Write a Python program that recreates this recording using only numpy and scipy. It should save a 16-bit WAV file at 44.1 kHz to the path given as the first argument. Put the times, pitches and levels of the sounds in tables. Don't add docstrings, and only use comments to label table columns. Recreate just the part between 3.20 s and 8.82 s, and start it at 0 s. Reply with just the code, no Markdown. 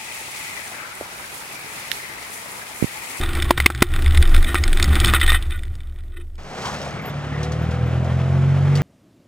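import sys
import numpy as np
from scipy import signal
from scipy.fft import rfft, irfft, next_fast_len
from scipy.io import wavfile
from scipy.ndimage import uniform_filter1d

SR = 44100
rng = np.random.default_rng(int(sys.argv[2]) if len(sys.argv) > 2 else 0)


def output_pcm(signal):
    pcm = np.clip(np.atleast_2d(signal).T, -1, 1) * 32767
    wavfile.write(sys.argv[1], SR, np.round(pcm).astype(np.int16))


N = 247842

# t/s, mount sway level/dB, engine drone level/dB, body rumble level/dB
RIDE_LEVELS = [(0, -20.5, -30, -29), (.35, -26, -19.5, -36.5), (.62, -38, -22.5, -40),
               (.8, -16.5, -21.5, -30.5), (1.5, -23, -26, -31.5), (1.85, -19.5, -18.5, -28.5),
               (2.15, -19.5, -22, -40.5), (2.6, -30.5, -32, -49.5), (3.15, -31.5, -37.5, -55),
               (3.4, -45.5, -53.5, -51)]
# f/Hz, relative level/dB
BODY_COLOUR = [(40, -45), (85, 12), (110, -1.5), (140, 0), (180, -9.5), (225, -7), (290, -4.5), (315, -4),
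               (350, 0.5), (410, -16), (700, -16.5), (1200, -35.5)]
# t/s, slow lurch level/dB, boom level/dB
SUSPENSION_JOLTS = [(0.241, -37, -15.5), (0.762, -14.5, -40), (.89, -19, -9), (.995, -7, -6),
                    (1.172, -5, -14), (1.411, -34, -9.5), (1.531, -10.5, -42), (1.629, -17, -13.5),
                    (1.711, -24, -9), (1.808, -27, -17), (2.088, -14, -16), (2.5, -52, -23)]
# t/s, length/s, f/Hz, width/Hz, level/dB
MOUNT_GROANS = [(.57, 0.34, 121, 25, -29.5), (1.70, 0.069, 158, 130, -27), (1.885, 0.072, 104, 35, -23.5),
                (1.89, 0.053, 172, 70, -28.5), (2.097, 0.013, 1850, 50, -16.5),
                (2.345, 0.032, 1462, 35, -40.5), (2.99, 0.043, 348, 40, -45)]
# t/s, level/dB before the case colours it
SPRAY_LEVELS = [(0, -29), (.28, -32.5), (.58, -38), (.9, -34), (1.5, -36.5), (1.88, -26.5), (2.16, -36.5),
                (2.26, -47), (2.75, -58), (3.17, -66)]
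# f/Hz, width/Hz, relative level/dB
CASE_RESONANCES = [(332, 50, -0.5), (772, 68, -5), (1200, 200, -3.5), (1439, 214, -1.5), (1849, 110, -2),
                   (1966, 150, -2), (2374, 440, -5.5), (3050, 203, -7.5), (3554, 270, -4.5),
                   (3740, 120, -26), (5070, 860, -25.5), (6700, 1500, -25), (8520, 220, -10),
                   (7940, 120, -19.5), (9340, 190, -15.5), (10100, 190, -14), (10530, 97, -14),
                   (11340, 120, -35), (13350, 170, -14.5), (14000, 190, -19.5), (14200, 300, -29.5),
                   (15200, 450, -19.5)]
# f/Hz, width/Hz, relative level/dB
WALL_MODES = [(1220, 55, -9), (1340, 40, -6), (1460, 36, -3), (1852, 30, 5), (2010, 50, -2), (2470, 55, -6),
              (2570, 45, -7), (3030, 45, -8), (3190, 45, -9), (3585, 55, -3), (3810, 55, -8),
              (8400, 100, -9), (8800, 100, -16), (9440, 80, -17), (10140, 50, -9), (13870, 55, -12)]
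# t/s, length/s, level/dB before colouring
SLURRY_GUSHES = [(1.261, 0.069, -29.5), (1.349, 0.049, -30.5), (1.723, 0.012, -27), (1.776, 0.011, -29),
                 (1.873, 0.027, -22.5), (1.942, 0.036, -18.5), (2.013, 0.0077, -11.5), (2.025, 0.021, -23),
                 (2.073, 0.048, -20), (2.118, 0.067, -21.5), (2.296, 0.087, -40.5), (2.919, 0.034, -50.5),
                 (2.956, 0.034, -46.5), (2.995, 0.032, -46.5)]
# t/s, level/dB before colouring,
# middle level/dB and edge level/dB relative to that
HARD_KNOCKS = [(0.222, -7.5, -14.5, -9), (.375, -7.5, -4, -27), (0.5477, -16, -4.5, -3),
               (0.737, -13.5, -8.5, -39), (.761, -10.5, -11.5, -46), (0.8606, -13, -7.5, -35),
               (0.9465, -12.5, -9.5, -36), (.973, -5.5, -13.5, -37), (1.025, -5, -10, -37),
               (1.146, -12, -17, -34), (1.1627, -9.5, -12, -35), (1.2263, -11.5, -11.5, -30),
               (1.244, -11.5, -11, -35), (1.3527, -9.5, -0.5, -21), (1.4371, -13, -6.5, 2.5),
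               (1.4779, -9, -12, -35), (1.529, -7, -14, -35), (1.572, -9.5, -14.5, -20),
               (1.5975, -7.5, -6, -18.5), (1.6258, -4, -13, -4), (1.6412, -10, -5, -5),
               (1.691, -16, -14, -30), (1.754, -5.5, -16, -27), (1.8004, -3, -30, -10.5),
               (1.846, 1.5, -25, -16), (1.8573, -7.5, -32, -5.5), (1.8781, -10, -19, -8),
               (1.9359, -7, -1, -33), (2.0127, -7, -7.5, -35), (2.0627, -8, -18, -40),
               (2.0767, -12, -7, -30), (2.1014, -7.5, -21, -15), (2.2243, -18, -28.5, -34.5),
               (2.3073, -20.5, -17.5, -46.5), (2.391, -29, -7.5, -30), (2.4333, -24, -11, -32),
               (2.5522, -34, -18, -4), (2.604, -32, -12, -29), (3.154, -42.5, -15.5, -3.5)]
# t/s, relative level/dB, ring f/Hz, ring time to fall 60 dB/s,
# thud level/dB relative to the clod, thud f/Hz, level step/dB from each lump to the next
MUD_CLODS = [(0.3077, 2.5, 910, 0.022, 1.5, 680, -9), (.379, -8, 1330, 0.011, -4.5, 397, -4.5),
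             (.4018, -3.5, 2040, 0.018, -24, 350, -16), (0.4603, 6.5, 2074, 0.017, -7, 324, -3),
             (.502, -4.5, 1334, .022, -2, 850, -6), (0.622, 0.5, 1980, 0.004, 5.5, 256, 2),
             (1.1463, -10, 1410, 0.013, -9, 346, -24), (1.3447, -6.5, 1284, 0.018, -8, 330, -19),
             (1.937, -4.5, 1246, 0.018, -10, 318, -27), (2.12, -8.5, 1270, 0.0064, -15, 715, -26)]

# t/s, crank turning rate f/Hz
CRANK_SPEED = [(3.4, 35.8), (3.75, 36.5), (3.95, 35.7), (4.12, 36.47), (4.54, 40.77), (4.98, 43.55),
               (5.12, 45.02), (5.62, 47.85)]
# t/s, exhaust level/dB before each line's own level
EXHAUST_LOAD = [(3.2, -64), (3.5, -57), (3.92, -52), (4.22, -39.5), (4.55, -38.5), (5.1, -37.5),
                (5.62, -40)]
# multiple of the crank rate, relative level/dB
LOW_EXHAUST_LINES = [(2, 32), (3, 23.5), (4, 17)]
# multiple of the crank rate, relative level/dB
WEAK_EXHAUST_LINES = [(1.5, -16), (2.5, -27.5), (3.5, 5), (4.5, -29), (5, 2), (5.5, -18.5), (6, -8),
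                      (7, 2.5), (8, -1), (9, -6.5), (10, -2.5), (11, -15.5), (12, -10), (13, -7), (14, -27),
                      (15, -8), (17, -10.5), (19, -7)]
# f/Hz, relative level/dB
PIPE_COLOUR = [(60, -14), (200, -2.5), (245, 3.5), (310, -18), (380, 2.5), (430, -25), (490, 10),
               (550, -8.5), (640, 0), (900, -5.5)]
# t/s, tyre and fan roar level/dB, slush hiss level/dB
ROLL_LEVELS = [(3.18, -45, -57.5), (3.34, -35, -48), (3.47, -30, -37), (3.56, -31, -43), (3.66, -32, -44.5),
               (3.82, -33, -56), (4.7, -32, -58), (5.35, -32.5, -54.5), (5.6, -29.5, -52.5)]
# f/Hz, relative level/dB
ROAR_COLOUR = [(40, -14), (70, 4), (160, 10), (300, 2), (500, 3.5), (750, 2.5), (950, -2), (1300, -1),
               (1800, -5), (2200, -8), (3200, -12.5), (4200, -21), (8000, -32), (15000, -47.5)]
# f/Hz, relative level/dB
HISS_COLOUR = [(1500, -3), (3000, 3.5), (4500, 5), (6000, 5.5), (8500, -3), (10500, -12.5), (12500, -17),
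               (15500, -18)]
# t/s, relative level/dB, ring f/Hz
TYRE_CRUNCHES = [(3.4538, -27, 3120), (3.5394, -33, 5500), (3.6153, -30.5, 5580), (3.896, -39, 3510),
                 (4.2304, -27.5, 5745), (4.2444, -35, 3886), (4.32, -30.5, 6180), (4.51, -35, 3230),
                 (4.8444, -37, 3156), (5.5533, -22, 4568), (5.573, -29, 2980)]
# t/s, length/s, f/Hz, width/Hz, level/dB
SLUSH_SQUELCHES = [(3.32, 0.057, 750, 300, -40), (3.475, 0.036, 980, 714, -28),
                   (3.657, 0.07, 626, 300, -34.5), (3.79, 0.095, 190, 119.4, -36.5),
                   (4.865, 0.05, 583, 280.4, -31)]
# t/s, level/dB, length/s
WHEEL_SQUEAKS = [(3.815, -56, .04), (3.853, -41, .06), (4.418, -56, .035), (4.663, -58, .03)]
# t/s, whirr f/Hz, level/dB
BELT_WHIRR = [(3.6, 2260, -56), (3.8, 2220, -40), (4.0, 2000, -58), (4.15, 1900, -37.5), (4.4, 1900, -55),
              (5.4, 2100, -59), (5.6, 2120, -35.5)]

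CHANGE_S = 3.177
TOP_HZ = 15500
DRONE_HZ, DRONE_WANDER_HZ = 70.77, 2.37
LURCH_HZ, LURCH_S, BOOM_HZ, BOOM_S = 22, 0.11, 73, 0.032
RATTLE_PER_S, RATTLE_DB, RATTLE_SPREAD_DB = 34, 13.5, 3
RATTLE_MIDDLE_DB, RATTLE_EDGE_DB = -12, -16.5
GUSH_ATTACK_S, GUSH_HOLD_SHARE = 0.0056, 0.59
THUD_T60_S, LUMP_GAP_S, LUMP_PITCH_RATIO = 0.01, 0.002, 1.088
MUFFLER_HZ, MUFFLER_WIDTH_HZ = 142, 16.3

T = np.arange(N) / SR
SIZE = next_fast_len(N + 16384)
FREQ = np.maximum(np.fft.rfftfreq(SIZE, 1 / SR), 1)


def undb(db):
    return 10 ** (np.asarray(db) / 20)


def curves(table):
    s, *columns = np.transpose(table)
    return [np.interp(T, s, column) for column in columns]


def unit(x):
    return x / np.sqrt(np.mean(x ** 2) + 1e-18)


def noise():
    return rng.standard_normal(N)


def walk(rate):
    steps = T * max(rate, 1)
    count = int(steps[-1]) + 2
    return unit(np.interp(steps, np.arange(count), rng.standard_normal(count)))


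def steady(x, seconds):
    k = max(int(seconds * SR / 2), 1)
    power = uniform_filter1d(uniform_filter1d(x ** 2, k), k)
    return x / np.sqrt(np.abs(power) + 1e-18)


def shape(points):
    hz, db = np.transpose(points)
    return undb(np.interp(np.log(FREQ), np.log(hz), db))


def bell(hz, width, at_hz=FREQ):
    return 1 / np.sqrt(1 + ((at_hz ** 2 - hz ** 2) / (at_hz * width)) ** 2)


def colour(x, gain):
    cepstrum = irfft(np.log(gain + 1e-6), SIZE)
    cepstrum[1:SIZE // 2] *= 2
    cepstrum[SIZE // 2 + 1:] = 0
    return irfft(rfft(x, SIZE) * np.exp(rfft(cepstrum)), SIZE)[:N]


def fade(t60, count=6000):
    return np.exp(-np.log(1000) * T[:count] / t60)


def ring(hz, t60, count=6000):
    return np.sin(2 * np.pi * hz * T[:count]) * fade(t60, count=count)


def burst(t60, count=6000):
    x = rng.standard_normal(count) * fade(t60, count=count)
    return x / np.linalg.norm(x)


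def add(out, s, x):
    i = max(int(s * SR), 0)
    out[i:i + len(x)] += x[:max(N - i, 0)]


def scattered_drops(grain_rate, scatter_db):
    hits = rng.random(N) < grain_rate / SR
    return hits * undb(scatter_db * np.minimum(rng.exponential(size=N), 4))


def heave(s, hz, length):
    return np.exp(-((T - s) / length) ** 2) * np.cos(2 * np.pi * hz * (T - s))


def swells(table):
    total = np.zeros(N)
    for s, length, hz, width, db in table:
        band = irfft(rfft(noise(), SIZE) * bell(hz, width) ** 2, SIZE)[:N]
        total += undb(db) * np.exp(-((T - s) / length) ** 2) * steady(band, 0.12)
    return total


def belt():
    hz, db = curves(BELT_WHIRR)
    return undb(db) * walk(480) * np.sin(2 * np.pi * np.cumsum(hz) / SR)


def brake():
    gate = np.zeros(N)
    for s, db, length in WHEEL_SQUEAKS:
        gate += undb(db) * np.interp(T, [s, s + length / 10, s + length], [0, 1, 0])
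    return gate * np.sin(2 * np.pi * np.cumsum(13250 + 35 * walk(300)) / SR)


def case_response(null_hz=6000, null_width=900, upper_null_hz=12000, upper_null_width=1700):
    power = sum((undb(db) * bell(hz, width)) ** 2 * bell(hz, 5 * width) for hz, width, db in CASE_RESONANCES)
    lower_null = 1 - .985 * bell(null_hz, null_width) ** 2
    upper_null = 1 - .9 * bell(upper_null_hz, upper_null_width) ** 2
    return unit(np.sqrt(power * lower_null * upper_null))


def spray(case, grain_rate=700, scatter_db=1.0):
    level_db, = curves(SPRAY_LEVELS)
    drops = scattered_drops(grain_rate, scatter_db) * rng.choice([-1, 1], N)
    flurries_db = 2.6 * walk(110) + 1.2 * walk(25)
    patter = steady(unit(drops) + undb(8) * noise(), 0.24) * undb(level_db + flurries_db)
    tint = shape([(300, 2.5), (1000, 0.5), (3500, -4.5), (8000, -3.5), (15000, -1.0)])
    return colour(patter, case * tint)


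def gushes(case, ring_db=0, rub_db=-7, rough_db=4):
    gate = np.zeros(N)
    for s, length, db in SLURRY_GUSHES:
        points_s = [0, GUSH_ATTACK_S, GUSH_HOLD_SHARE * length, length]
        gate += undb(db) * np.interp(T - s, points_s, [0, 1, 1, 0])
    modes = np.sqrt(sum((undb(db) * bell(hz, width) * bell(hz, 7 * width)) ** 2 for hz, width, db in WALL_MODES))
    rubbing = noise() * gate * undb(rough_db * walk(170))
    return colour(rubbing, np.hypot(undb(ring_db) * unit(modes), undb(rub_db) * case))


def rattle():
    when, size = rng.random((int(RATTLE_PER_S * CHANGE_S), 2)).T
    s = (np.arange(len(when)) + when) / RATTLE_PER_S
    spread_db = RATTLE_SPREAD_DB * np.sqrt(3) * (2 * size - 1)
    db = np.interp(s, *np.transpose(SPRAY_LEVELS)) + RATTLE_DB + spread_db
    return [(at, knock_db, RATTLE_MIDDLE_DB, RATTLE_EDGE_DB) for at, knock_db in zip(s, db)]


def knocks(case):
    ticks, middles, edges = np.zeros((3, N))
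    for s, db, middle_db, edge_db in HARD_KNOCKS + rattle():
        contact = burst(.01) + undb(-7) * burst(.035)
        add(ticks, s + 0.00069, undb(db) * contact)
        add(middles, s + 0.001072, undb(db + middle_db) * contact)
        add(edges, s + .001, undb(db + edge_db) * burst(0.016))
    bright_tint = shape([(300, -17), (1500, -23.0), (2400, -6.0), (3300, 5), (8000, 3.5), (15000, 0.5)])
    middle_tint = shape([(300, -5.5), (1200, -8), (2200, 4.5), (3200, -28.0), (6000, -40.5)])
    edge_tint = shape([(2500, -20), (4500, 1.5), (5500, 1.5), (6000, -44.5), (6500, 0.0), (7800, -3.5),
                       (10500, -28.0), (12000, -31.5), (14000, -25.0)])
    bright = colour(ticks, case * bright_tint)
    middle = colour(middles, case * middle_tint)
    edge = colour(edges, edge_tint)
    return undb(10) * bright + undb(22) * middle + undb(20.5) * edge


def clods(case, wall_hz=352, wall_t60=0.11):
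    slaps, splats = np.zeros((2, N))
    for s, db, hz, t60, thud_db, thud_hz, trail_db in MUD_CLODS:
        thud = ring(thud_hz, THUD_T60_S) + undb(-12) * ring(wall_hz, wall_t60)
        add(slaps, s, undb(db + thud_db) * thud)
        for k in range(3):
            at = s + k * LUMP_GAP_S
            size = undb(db + k * trail_db)
            add(slaps, at, size * ring(hz * LUMP_PITCH_RATIO ** k, t60))
            add(splats, at, size * (burst(0.011) + undb(-4.5) * burst(0.072)))
    return slaps + undb(12) * colour(splats, case ** 0.67)


def mount(sway_hz=21.62, sway_width=7):
    sway_db, drone_db, body_db = curves(RIDE_LEVELS)
    sway = steady(colour(noise(), bell(sway_hz, sway_width) ** 2), 0.035)
    drone_tone = np.sin(2 * np.pi * np.cumsum(DRONE_HZ + DRONE_WANDER_HZ * walk(10.07)) / SR)
    drone_noise = colour(noise(), bell(66.6, 19) ** 2)
    drone = steady(unit(drone_tone) + undb(0.5) * unit(drone_noise), 0.31)
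    body = steady(colour(noise(), shape(BODY_COLOUR)), 0.023)
    jolts = np.zeros(N)
    for s, lurch_db, boom_db in SUSPENSION_JOLTS:
        jolts += undb(lurch_db) * heave(s, LURCH_HZ, LURCH_S)
        jolts += undb(boom_db) * heave(s, BOOM_HZ, BOOM_S)
    return undb(sway_db) * sway + undb(drone_db) * drone + undb(body_db) * body + jolts


def tyres(turn, throb=0.12, grain_rate=1500, scatter_db=-1.0):
    roar_db, hiss_db = curves(ROLL_LEVELS)
    roar = unit(colour(noise(), shape(ROAR_COLOUR))) * (1 + throb * np.sin(turn))
    roar = roar * undb(roar_db + 1.3 * walk(40))
    grains = scattered_drops(grain_rate, scatter_db) * noise()
    fizz = unit(unit(grains) + noise()) * undb(hiss_db)
    crunch = np.zeros(N)
    for s, db, hz in TYRE_CRUNCHES:
        add(crunch, s, undb(db + 24.5) * burst(0.1) + undb(db - 6.5) * ring(hz, 0.076))
    return roar + colour(fizz, unit(shape(HISS_COLOUR))) + colour(crunch, bell(3980, 5600) ** 3)


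def exhaust():
    crank_hz, = curves(CRANK_SPEED)
    load_db, = curves(EXHAUST_LOAD)
    turn = 2 * np.pi * np.cumsum(crank_hz * (1 + 0.0025 * walk(24.64))) / SR
    lines = []
    for order, db in LOW_EXHAUST_LINES:
        boom_db = 20 * np.log10(bell(MUFFLER_HZ, MUFFLER_WIDTH_HZ, order * crank_hz))
        lines.append((order, db + boom_db + 1.4 * walk(25)))
    for order, db in WEAK_EXHAUST_LINES:
        pipe_db = np.interp(order * crank_hz, *np.transpose(PIPE_COLOUR))
        lines.append((order, db + pipe_db + 2 * walk(9)))
    tone = np.zeros(N)
    for order, db in lines:
        phase = order * turn + .04 * order * walk(32)
        tone += undb(load_db + db) * np.sin(phase)
    unevenness_db = np.interp(crank_hz, [37, 43], [1.2, .2])
    tone = tone * undb(unevenness_db * walk(50))
    return np.sqrt(2) * tone, turn


def scene():
    case = case_response()
    on_board = mount() + swells(MOUNT_GROANS) + spray(case) + gushes(case) + knocks(case) + clods(case)
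    on_board = on_board * np.interp(T, [3.2, 3.45], [1, 0])
    tone, turn = exhaust()
    tone = tone * np.interp(T, [3.2, 3.45], [0, 1])
    open_air = np.clip((T - CHANGE_S) / 0.0044, 0, 1)
    air_hiss = undb(-75) * noise()
    outside = (tone + tyres(turn) + swells(SLUSH_SQUELCHES) + belt() + brake() + air_hiss) * open_air
    lead_s = np.interp(T, [3.7, 4.3, 5], [6.5e-5, 4e-5, 2.2e-5])
    direction = 0.5 * (np.interp(T + lead_s, T, outside) - np.interp(T - lead_s, T, outside))
    balance = np.interp(T, [4.3, 4.7], [.035, -.01]) * outside
    scattered_exhaust = undb(-18.0) * np.interp(T - .002, T, tone)
    scattered_tyres = undb(-12.5) * tyres(turn) * open_air
    side = direction + balance + scattered_exhaust + scattered_tyres
    return on_board + outside + np.array([side, -side])


def duck(x, release_s=0.036, depth=6.4):
    overload = np.clip(np.abs(x).max(axis=0) - 1, 0, 1)
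    keep = np.exp(-1 / (release_s * SR))
    held = signal.lfilter([1000 / SR], [1, -keep], overload)
    return x / (1 + depth * np.interp(T - .005, T, np.tanh(held)))


def record(dry):
    loud = duck(dry)
    clipped = loud / (1 + loud ** 6) ** (1 / 6)
    top_cut = signal.ellip(8, .2, 70, TOP_HZ, fs=SR, output="sos")
    return signal.sosfilt(top_cut, clipped)


dry = scene()
out = record(dry)
output_pcm(out)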